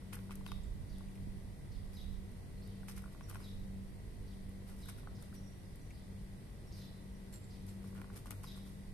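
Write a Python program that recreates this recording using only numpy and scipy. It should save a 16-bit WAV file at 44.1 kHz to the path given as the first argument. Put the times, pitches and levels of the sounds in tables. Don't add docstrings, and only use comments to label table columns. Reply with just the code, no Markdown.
import sys
import numpy as np
from scipy import signal
from scipy.fft import rfft, irfft
from scipy.io import wavfile
from scipy.ndimage import map_coordinates

SR = 44100
rng = np.random.default_rng(int(sys.argv[2]) if len(sys.argv) > 2 else 0)


def volts_from_db(level):
    exponent = np.asarray(level, float) / 20
    return 10 ** exponent


def int16_out(signal):
    q = np.round(np.clip(np.atleast_2d(signal).T, -1, 1) * 32767)
    wavfile.write(sys.argv[1], SR, q.astype(np.int16))


N = 393813

SHAFT_SPEEDS = [48.577, 48.276, 48.447, 47.862, 48.876, 48.965, 50.03]
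SHAFT_BEHIND = [.25, .25, .6, 1.5, 0, 0, 0]
# (multiple of shaft speed [1], left level [dB], right level [dB])
MOTOR_LINES = [
    [(4, -53, -61), (6, -76, -78), (8, -70, -76), (10, -87, -81), (15, -96, -82), (33, -88, -87),
     (35, -90, -89), (36, -95, -88), (39, -98, -84), (40, -76, -83), (41, -80, -80.5), (43, -86, -92),
     (44, -90, -85)],
    [(4, -56, -56), (6, -71, -78)],
    [(1, -64, -62), (2, -61, -61), (8, -76, -75), (19, -86, -86)],
    [(2, -61, -63), (4, -72, -71), (10, -77, -78)],
    [(5, -73, -80), (7, -83, -73), (13, -80, -77)],
    [(2, -65, -65), (9, -82, -77), (37, -99, -85), (38, -88, -86), (41, -83, -94), (48, -94, -89)],
    [(2, -58, -57)],
]
# (time [s], level [dB])
HUM_LOAD = [
    (0, 3),
    (1.3, 0.5),
    (2.2, -0.5),
    (3.7, 2.4),
    (4.6, 0.5),
    (5.8, -2.5),
    (7.0, -2),
    (7.8, 3.5),
    (8.94, -2),
]
IN_STEP_S = 3.67
WHINE_ABOVE, WHINE_DB = 30, 1.2
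RUMBLE_LAG = 12

# (frequency [Hz], level [dB per Hz])
RUMBLE = [(11, -54), (18, 3.5), (75, -2), (108, -2), (146, -4), (192, -6), (215, -8), (249, -13.5),
          (467, -18), (756, -25), (1060, -27.5), (1340, -32.5), (1500, -31), (1950, -34.5), (3300, -120)]
# (frequency [Hz], level [dB per Hz])
HISS = [(760, -25.5), (1300, -10.5), (1380, -18.5), (1730, -6.5), (1950, -4), (2110, -1), (2640, -4.5),
        (4420, -5), (5990, -8.5), (6830, -11.5), (9350, -5.5), (10500, -9.5), (12200, -12), (14200, -18),
        (14700, -33)]
# (frequency [Hz], likeness [0..1])
LIKENESS = [(30, 1), (200, 0.85), (500, 0.6), (1500, 0.1), (4000, 0.02), (14000, 0.0085)]
RUMBLE_DB, HISS_DB = -50.5, -68

# (time [s], level [dB])
GUSTS = [(0.0, -57), (0.42, -47), (0.57, -42), (0.6, -44.5), (1.59, -49), (1.86, -43), (1.96, -49),
         (2.06, -42), (2.49, -51), (2.51, -49.5), (3.06, -46.5), (3.11, -54.5), (3.6, -45), (4.28, -49),
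         (8.83, -57.5), (8.93, -44)]
CALM_DB, GUST_LEAN = -55.5, -1.16
# (time [s], peak level [dB], length [ms])
EDDIES = [(0.525, -47, 6.7), (0.563, -41, 3.3), (0.596, -46, 6), (0.663, -36.5, 7.2), (0.755, -40.5, 3.4),
          (0.803, -35, 7), (1.187, -42, 7.2), (1.222, -40, 3.2), (1.274, -35, 1.6), (1.372, -36.5, 5.5),
          (2.06, -49, 5.4)]

# (time [s], peak level [dB], mouth pitch [Hz], upper knock level [dB])
JAW_KNOCKS = [(0.131, -47, 1130, 13.5), (0.146, -64, 1450, -9), (0.169, -52, 1600, -11),
              (0.19, -51.5, 1130, 10), (0.295, -51, 980, -18), (0.308, -48, 1230, 9.5),
              (0.316, -57.5, 1540, 18.5), (0.464, -44.5, 1140, 13.5), (0.487, -54, 970, 6),
              (0.518, -42.5, 1210, 10.5), (2.884, -51, 1500, 16), (2.895, -51, 1180, -8),
              (3.04, -48.5, 1080, -22), (3.209, -47.5, 1150, 6.5), (3.302, -52, 1410, 9),
              (3.312, -51, 1240, 6), (3.346, -47, 1080, 4), (3.356, -44.5, 1080, 7), (3.368, -57, 1300, -5),
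              (4.717, -58, 1400, -1), (4.859, -59, 1570, -9), (4.886, -51.5, 1100, -4),
              (4.894, -60, 1080, -8), (4.983, -55, 1450, -19), (5.073, -44.5, 1330, -6),
              (5.224, -57, 1540, -16), (5.327, -56.5, 1320, -30), (5.335, -58, 1330, -30),
              (8.016, -45, 1080, 5), (8.043, -51, 1160, 2), (8.162, -56, 1300, 11), (8.258, -49, 1190, -12),
              (8.308, -46, 1380, 9), (8.324, -52.5, 1250, -20), (8.442, -46, 1115, 7)]
# (time [s], peak level [dB])
TEETH_NUDGES = [(0.022, -60), (1.007, -55), (2.832, -55), (2.974, -60), (2.993, -59), (3.079, -59),
                (3.148, -54), (3.16, -57), (3.414, -62), (5.089, -64), (5.033, -60), (5.105, -66),
                (5.279, -60), (8.336, -57), (8.272, -58), (8.358, -65), (8.138, -64), (8.575, -57),
                (3.058, -54), (3.123, -65), (3.232, -63), (4.694, -60), (3.327, -54), (3.403, -54),
                (5.185, -57), (7.842, -56), (7.951, -56), (7.978, -53), (7.987, -60), (7.998, -56),
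                (7.928, -61), (8.436, -52), (8.664, -63), (.41, -56.5), (3.021, -63), (3.287, -61),
                (8.101, -52), (8.281, -57), (8.556, -56)]
# (frequency [Hz], level [dB], 60 dB decay [s])
MOUTH = [(1080, -14, 0.14), (1450, 9.5, 0.017), (2560, -13, 0.0069), (3130, -26, 0.022)]
RESTING_MOUTH_HZ, RESTING_UPPER_DB = 1150, -3
CRACK_DB = -9
BREAK_MS, CRUMBLE_MS, CRUMBLE_SHARE = 1.0, 5.0, .11
CAT_LAG = 6

# (time [s], length [ms], bright crackle level [dB], dull crackle level [dB])
GRIND_SWELLS = [(0.123, 35, -58, -54.5), (0.299, 39, -61.5, -60.5), (.45, 54, -68, -67),
                (1.92, 33, -66, -73), (2.876, 37, -56, -62), (2.951, 40, -60.5, -61.5),
                (2.91, 26, -66, -85), (3.11, 36, -71, -78), (3.281, 46, -58, -64), (3.335, 39, -65, -64),
                (3.385, 77, -69, -69.5), (4.66, 68, -62.5, -66.5), (4.75, 150, -65, -79),
                (4.881, 28, -56, -57), (4.97, 41, -66, -69), (5.19, 85, -67, -75), (5.335, 30, -62, -83),
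                (6.73, 105, -67, -80), (7.32, 45, -61, -70), (7.67, 53, -63.5, -73), (7.8, 106, -67, -75),
                (7.94, 54, -69, -62), (8.125, 32, -66, -68), (8.154, 39, -59, -70), (8.256, 26, -59, -66),
                (8.304, 26, -57, -57), (8.425, 35, -59, -70), (8.46, 47, -68, -82), (8.555, 35, -62, -68),
                (8.64, 81, -66, -77)]
# (time [s], peak level [dB])
SHELL_SNAPS = [(0.1329, -35), (0.1454, -44), (0.153, -40.5), (0.3202, -50), (0.3544, -41.5), (0.4638, -47),
               (.4755, -50), (0.5172, -45), (0.983, -48), (2.8837, -46), (2.8944, -54), (2.9647, -48),
               (2.9781, -41), (3.2964, -39.5), (3.3114, -50), (3.3453, -54), (4.8569, -49), (4.8848, -48),
               (4.8994, -49), (5.224, -47), (8.1614, -55), (8.1744, -49), (8.2571, -50), (8.3055, -42),
               (8.307, -37), (8.4414, -55)]
# (time [s], peak level [dB])
CRUMB_TICKS = [(1.1544, -53), (1.9355, -60), (2.315, -54), (2.6753, -52), (3.0205, -49), (3.039, -54),
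               (3.2081, -56), (3.4012, -52), (4.4927, -50), (4.6823, -55), (4.7641, -50), (4.9844, -52),
               (5.3494, -59), (5.7568, -49), (7.3257, -52), (7.6655, -48), (7.9478, -52), (8.0142, -46),
               (8.1294, -54), (7.6792, -55), (8.5616, -56), (8.5694, -61)]
# (frequency [Hz], level [dB per Hz])
SHELL_COLOUR = [(2650, -11), (4500, -10.5), (4940, -10), (5390, -8), (7030, -14), (8800, -7), (9900, -8),
                (10500, -9.5), (11500, -9.5), (12600, -10.5), (14500, -24)]
SNAP_MS, SNAP_LOWER_DB = 2.7, -18
TICK_MS, TICK_LOWER_DB = 2, -13

# (time from the fall [s], pitch [Hz], level [dB])
CHIRP = [(-.028, 4750, -19), (0, 5120, -8.5), (.006, 4120, -8), (.013, 3880, 0), (.023, 3790, -1),
         (.031, 3450, -14), (.043, 3290, -6), (.056, 3800, -3), (.067, 4100, -16)]
# (time from start [s], pitch [Hz], level [dB])
CHIP = [(0, 4300, 7), (.006, 5300, 16.5), (.015, 4900, 16), (.03, 5200, 8.5), (.04, 4300, 12.5),
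        (.065, 3750, 5), (.075, 3650, 15), (.105, 3550, -26)]
# (time from start [s], pitch [Hz], level [dB])
PEEP = [(0, 5740, -20), (.01, 5720, 0), (.03, 5650, -2), (.045, 5620, -25)]
# (time [s], peak level [dB], pitch factor [1], length factor [1])
CHIRP_CALLS = [
    (.468, -59, .97, 1),
    (1.959, -58, 1, .97),
    (3.431, -58.5, 1, 1),
    (4.821, -61, 1, 1),
    (6.801, -61.5, 1.05, 1),
    (8.462, -55.5, 1, 1.03),
]
# (time [s], peak level [dB], pitch factor [1], length factor [1])
CHIP_CALLS = [
    (.89, -83.5, 0.94, 0.98),
    (1.715, -84.5, 0.93, 0.69),
    (2.617, -85, 0.88, 1.44),
    (4.27, -85.5, 0.9, 0.89),
    (5.148, -86, 0.99, 1.1),
    (5.936, -87.5, 0.94, 1.05),
    (6.715, -81, 0.96, 1.5),
    (7.5, -83.5, 0.95, 0.91),
]
# (time [s], peak level [dB], pitch factor [1], length factor [1])
PEEP_CALLS = [
    (2.575, -73, .74, .4),
    (3.228, -65, 1.0, .5),
    (5.355, -67, 1.0, .8),
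    (5.41, -73, 1.0, .45),
    (5.44, -72, 1.0, 1.1),
    (5.652, -72, .88, .3),
    (5.812, -69, 1.04, .35),
    (6.665, -70, 0.97, .8),
    (7.145, -76, 1.0, 0.54),
]
# (time [s], peak level [dB], pitch factor [1], length factor [1])
NEAR_TICKS = [
    (1.082, -66, .43, .3),
    (1.152, -65, .43, .3),
    (1.172, -68, .43, .2),
    (5.902, -59, .41, .4),
]
CHIRP_RASP_DB = -5
STEADY_WOBBLE = .005
ALLEY_T60_S, NEAR_ECHO_S, FAR_ECHO_S = 0.6, .034, .157
SONG_WET_DB, SONG_ECHO_DB = 2.5, -11

# (time [s], peak level [dB])
PLATE_TICKS = [
    (0.635, -70),
    (7.327, -66),
    (7.3397, -58.5),
    (7.359, -61),
    (7.443, -67),
    (7.692, -69),
]
# (frequency [Hz], level [dB], 60 dB decay [s])
PLATE_MODES = [(7604, 1, 0.13), (7480, -1, 0.046), (9100, -3, 0.025), (7100, -6, 0.05), (4250, -5, 0.04),
               (4330, -7, .03), (5660, -21, 0.042)]

# (frequency [Hz], left-right balance [dB])
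PORT_BALANCE = [(60, 1), (300, 0.5), (1000, -0.5), (2300, 0), (4200, 0), (7800, -2.5), (9500, -11),
                (11500, 12), (14300, 3)]
# (frequency [Hz], likelihood [dB])
GAP_ZONES = [(2300, -120), (2500, -20), (2800, 0), (3800, -5), (5200, -5), (6600, 3), (7400, -6),
             (8200, -120)]
GAP_SHARE, GAP_DB = .07, -35
CUTOFF_HZ = 14380


def rms_one(x):
    return x / np.sqrt(np.mean(x ** 2) + 1e-20)


def level_curve(rows):
    s, db = np.transpose(rows)
    return np.interp(np.arange(N) / SR, s, db, -120, -120)


def at_hz(points):
    hz = np.maximum(np.arange(N // 2 + 1) * SR / N, 1)
    point_hz, value = np.transpose(points)
    return np.interp(np.log(hz), np.log(point_hz), value)


def coloured(x, spectrum):
    return irfft(rfft(x) * volts_from_db(at_hz(spectrum)), N)


def band(x, low_hz, high_hz):
    return signal.sosfilt(signal.butter(2, [low_hz, high_hz], "band", fs=SR, output="sos"), x)


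def drift(rate):
    knots = rng.standard_normal(400)
    return map_coordinates(knots, [np.arange(N) / SR * rate], order=3)


def ring(clicks, hz, t60):
    r, w = volts_from_db(-60 / (t60 * SR)), 2 * np.pi * hz / SR
    return signal.lfilter([0, np.sin(w)], [1, -2 * r * np.cos(w), r * r], clicks + 1e-18)


def sides(pan_db):
    return volts_from_db(np.multiply.outer([.5, -.5], pan_db))


def bursts(times, levels_db, lengths_ms):
    out = np.zeros(N)
    for s, db, ms in zip(times, levels_db, np.clip(lengths_ms, 2, 130)):
        x = np.linspace(0, 4, int(ms * SR / 500))
        i = int((s - .002) * SR)
        out[i:i + len(x)] += volts_from_db(db) * x ** 2 * np.exp(2 - 2 * x)
    return out


def cracks(times, levels_db, decay_ms):
    out, ms = np.zeros(N), np.arange(900) / SR * 1000
    shape = np.tanh(ms / 1.2) ** 2 * np.exp(-ms / decay_ms)
    for s, db in zip(times, levels_db):
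        i = int((s - .0007) * SR)
        out[i:i + len(ms)] += volts_from_db(db) * shape
    return out


def grains(per_s, spread_db):
    size_db = spread_db * np.minimum(rng.exponential(1, N), 4)
    born = (rng.random(N) < per_s / SR) * volts_from_db(size_db)
    smear = signal.lfilter([1], [1, -.93], born)
    return rms_one(smear * rng.standard_normal((2, N)))


def motors():
    hum, whine = np.zeros((2, N)), np.zeros((2, N))
    t = np.arange(N) / SR - IN_STEP_S
    for speed, behind, lines in zip(SHAFT_SPEEDS, SHAFT_BEHIND, MOTOR_LINES):
        angle = 2 * np.pi * speed * t - behind + .006 * drift(1.5)
        leftmost = (speed == SHAFT_SPEEDS[0]) * np.array([[0], [.4]])
        for multiple, left_db, right_db in lines:
            shift = rng.uniform(-1, 1, (2, 1)) * (multiple > 4.5) - leftmost
            line = volts_from_db([[left_db], [right_db]]) * np.cos(multiple * angle + shift)
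            if multiple > WHINE_ABOVE:
                whine += line
            else:
                hum += line
    return hum * volts_from_db(level_curve(HUM_LOAD)) + whine * volts_from_db(WHINE_DB)


def town(spectrum, level_db, comb_db):
    mid, side = rfft(rng.standard_normal((2, N)))
    alike = at_hz(LIKENESS)
    pair = np.sqrt(1 + alike) * mid + np.sqrt(1 - alike) * side * [[1], [-1]]
    hz = np.arange(N // 2 + 1) * SR / N
    comb = comb_db * np.cos(2 * np.pi * hz / SHAFT_SPEEDS[0]) * np.exp(-hz / 900)
    noise = rms_one(irfft(pair * volts_from_db(at_hz(spectrum) + comb), N))
    return volts_from_db(level_db + .3 * drift(2.32)) * noise


def wind():
    level_db = level_curve(GUSTS)
    lumps_db = 3.0 * np.array([drift(27), drift(25), drift(25)])
    eddies = rng.standard_normal((3, N)) * volts_from_db(lumps_db)
    push = band(eddies[:2] + 1.25 * eddies[2], 12.3, 74.7)
    low = rms_one(signal.lfilter([1], [1, -.985], push))
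    lean = sides(GUST_LEAN * np.maximum(level_db - CALM_DB, 0))
    return volts_from_db(level_db - 4.5) * lean * low


def knocks():
    rows = list(JAW_KNOCKS) + [(s, db, RESTING_MOUTH_HZ, RESTING_UPPER_DB) for s, db in TEETH_NUDGES]
    out, chance = np.zeros((2, N)), rng.standard_normal((len(rows), 2, 1200))
    ms = np.arange(1200) / SR * 1000
    fade = np.exp(-ms / BREAK_MS) + CRUMBLE_SHARE * np.exp(-ms / CRUMBLE_MS)
    hit = 6 * (np.arange(1200) == [[8], [8 + CAT_LAG]])
    for (s, peak_db, hz, upper_db), (common, own) in zip(rows, chance):
        force = fade * np.array([common + 0.5 * own, common - 0.5 * own]) + hit
        low = ring(force, hz, .03)
        low = low + sum(volts_from_db(db - 7.0) * ring(force, f, t60) for f, db, t60 in MOUTH[:2])
        low = band(rms_one(low) + .5 * rms_one(band(force, 600, 1900)), 600, 2100)
        upper = rms_one(sum(volts_from_db(db) * ring(force, f, t60) for f, db, t60 in MOUTH[2:]))
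        upper = upper + .9 * rms_one(band(force, 1600, 3800))
        sound = low / abs(low).max() + volts_from_db(upper_db + CRACK_DB) * upper / abs(upper).max()
        i = int(s * SR)
        out[:, i:i + 1200] += volts_from_db(peak_db + 5.0) * sides(2.4)[:, None] * sound
    return out


def alley(x, wet_db, echo_db):
    t = np.arange(int(.6 * SR)) / SR
    fade = volts_from_db(-60 * t / ALLEY_T60_S) * (1 - np.exp(-t / 0.0095))
    tail = rng.standard_normal((2, len(t))) ** 3 * fade
    tail = volts_from_db(wet_db) * tail / np.sqrt(np.sum(tail ** 2) / 2)
    tail[:, int(NEAR_ECHO_S * SR)] += volts_from_db(echo_db + 3)
    tail[:, int(FAR_ECHO_S * SR)] += volts_from_db(echo_db)
    return x + signal.fftconvolve(x, tail, axes=1)[:, :N]


def grinding():
    s, length_ms, bright_db, dull_db = np.transpose(GRIND_SWELLS)
    clumps = volts_from_db(1.5 * drift(38))
    crackle = rms_one(clumps * coloured(grains(4000, spread_db=2.0), SHELL_COLOUR))
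    crumbs = clumps * grains(1800, spread_db=1.8)
    crumbs = crumbs.sum(0) + 5.7 * crumbs
    mouth = rms_one(sum(volts_from_db(db) * ring(crumbs, hz, t60) for hz, db, t60 in MOUTH))
    broad = rms_one(band(band(crumbs, 740, 2860), 740, 2860))
    mouth = rms_one(mouth + 1.9 * broad)
    return bursts(s, bright_db, length_ms) * crackle + bursts(s, dull_db, length_ms) * mouth


def snaps():
    shell = coloured(grains(9000, spread_db=1.0), SHELL_COLOUR)
    bright, lower = rms_one(band(shell, 6400, 13300)), rms_one(band(shell, 3400, 7800))
    kinds = ((SHELL_SNAPS, SNAP_MS, SNAP_LOWER_DB), (CRUMB_TICKS, TICK_MS, TICK_LOWER_DB))
    out = 0
    for rows, decay_ms, lower_db in kinds:
        s, peak_db = np.transpose(rows)
        out = out + cracks(s, peak_db - 2.0, decay_ms) * (bright + volts_from_db(lower_db) * lower)
    return sides(3.7)[:, None] * out


def bird(template, calls, wobble, rasp_db, pan_db, above=1.2):
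    out, (when, hz, db) = np.zeros(N), np.transpose(template)
    flutter = rms_one(band(rng.standard_normal(N), 85, 490))
    rasp = rms_one(band(rng.standard_normal(N), 30, 1100))
    for s, peak_db, pitch, length in calls:
        t = np.arange(when[0] * length, when[-1] * length, 1 / SR)
        start = int((s + t[0]) * SR)
        span = slice(start, start + len(t))
        note_hz = pitch * np.interp(t, when * length, hz) * (1 + wobble * flutter[span])
        angle = 2 * np.pi * np.cumsum(note_hz) / SR
        level_db = np.interp(t, when * length, db)
        tone = np.sin(angle) + volts_from_db(-22) * np.sin(2 * angle)
        tone += volts_from_db(-10 + level_db - db.max()) * np.sin(3 * angle)
        tone += volts_from_db(rasp_db) * rasp[span] * (np.sin(above * angle) + .5 * np.sin(angle))
        out[span] += volts_from_db(peak_db + level_db) * tone
    return sides(pan_db)[:, None] * out


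def thumps():
    s, peak_db, length_ms = np.transpose(EDDIES)
    push = band(bursts(s, peak_db + 8.0, length_ms), 32.0, 310)
    return push * [[.15], [1]]


def plate():
    clicks = np.zeros(N)
    for s, peak_db in PLATE_TICKS:
        clicks[int(s * SR)] = volts_from_db(peak_db + 0.5)
    return sides(-8.0)[:, None] * sum(volts_from_db(db) * ring(clicks, hz, t60) for hz, db, t60 in PLATE_MODES)


def gaps(x):
    hz, _, cells = signal.stft(x, SR, nperseg=1024)
    zone_db = np.interp(hz[::5], *np.transpose(GAP_ZONES))
    chance = rng.random((len(zone_db), cells.shape[2] // 4 + 1))
    dropped = chance < GAP_SHARE * volts_from_db(zone_db)[:, None]
    dropped = dropped.repeat(5, 0).repeat(4, 1)[:len(hz), :cells.shape[2]]
    weak = abs(cells) < 3 * np.median(abs(cells), axis=2, keepdims=True)
    return signal.istft(cells * volts_from_db(GAP_DB * (dropped & weak)), SR, nperseg=1024)[1][:, :N]


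def scene():
    rumble = town(RUMBLE, RUMBLE_DB, comb_db=3.5)
    hiss = town(HISS, HISS_DB, comb_db=6.0)
    left, right = rumble
    hum = np.array([left, np.roll(right, RUMBLE_LAG)]) + motors()
    cat = alley(knocks() + grinding() + snaps() + plate(), wet_db=-11.0, echo_db=-50)
    song = bird(CHIRP, CHIRP_CALLS, STEADY_WOBBLE, rasp_db=CHIRP_RASP_DB, pan_db=0.0)
    song += bird(CHIP, CHIP_CALLS, 10.0 * STEADY_WOBBLE, rasp_db=-2.0, pan_db=0.0, above=1.04)
    song += bird(PEEP, PEEP_CALLS, 0.01, rasp_db=-11.0, pan_db=-7.0)
    far_birds = alley(song, wet_db=SONG_WET_DB, echo_db=SONG_ECHO_DB)
    near_ticks = bird(PEEP, NEAR_TICKS, 17.0 * STEADY_WOBBLE, rasp_db=-19.0, pan_db=3.0, above=1.0)
    return hum + hiss + wind() + cat + far_birds + near_ticks + thumps()


def top_cut(x):
    return signal.sosfilt(signal.butter(12, 14930, fs=SR, output="sos"), x)


def record(dry):
    ports = irfft(rfft(dry) * sides(at_hz(PORT_BALANCE)), N)
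    low_pass = signal.ellip(10, .3, 70, CUTOFF_HZ, fs=SR, output="sos")
    mix = signal.sosfilt(low_pass, gaps(ports))
    return top_cut(mix)


dry = scene()
out = record(dry)
int16_out(out)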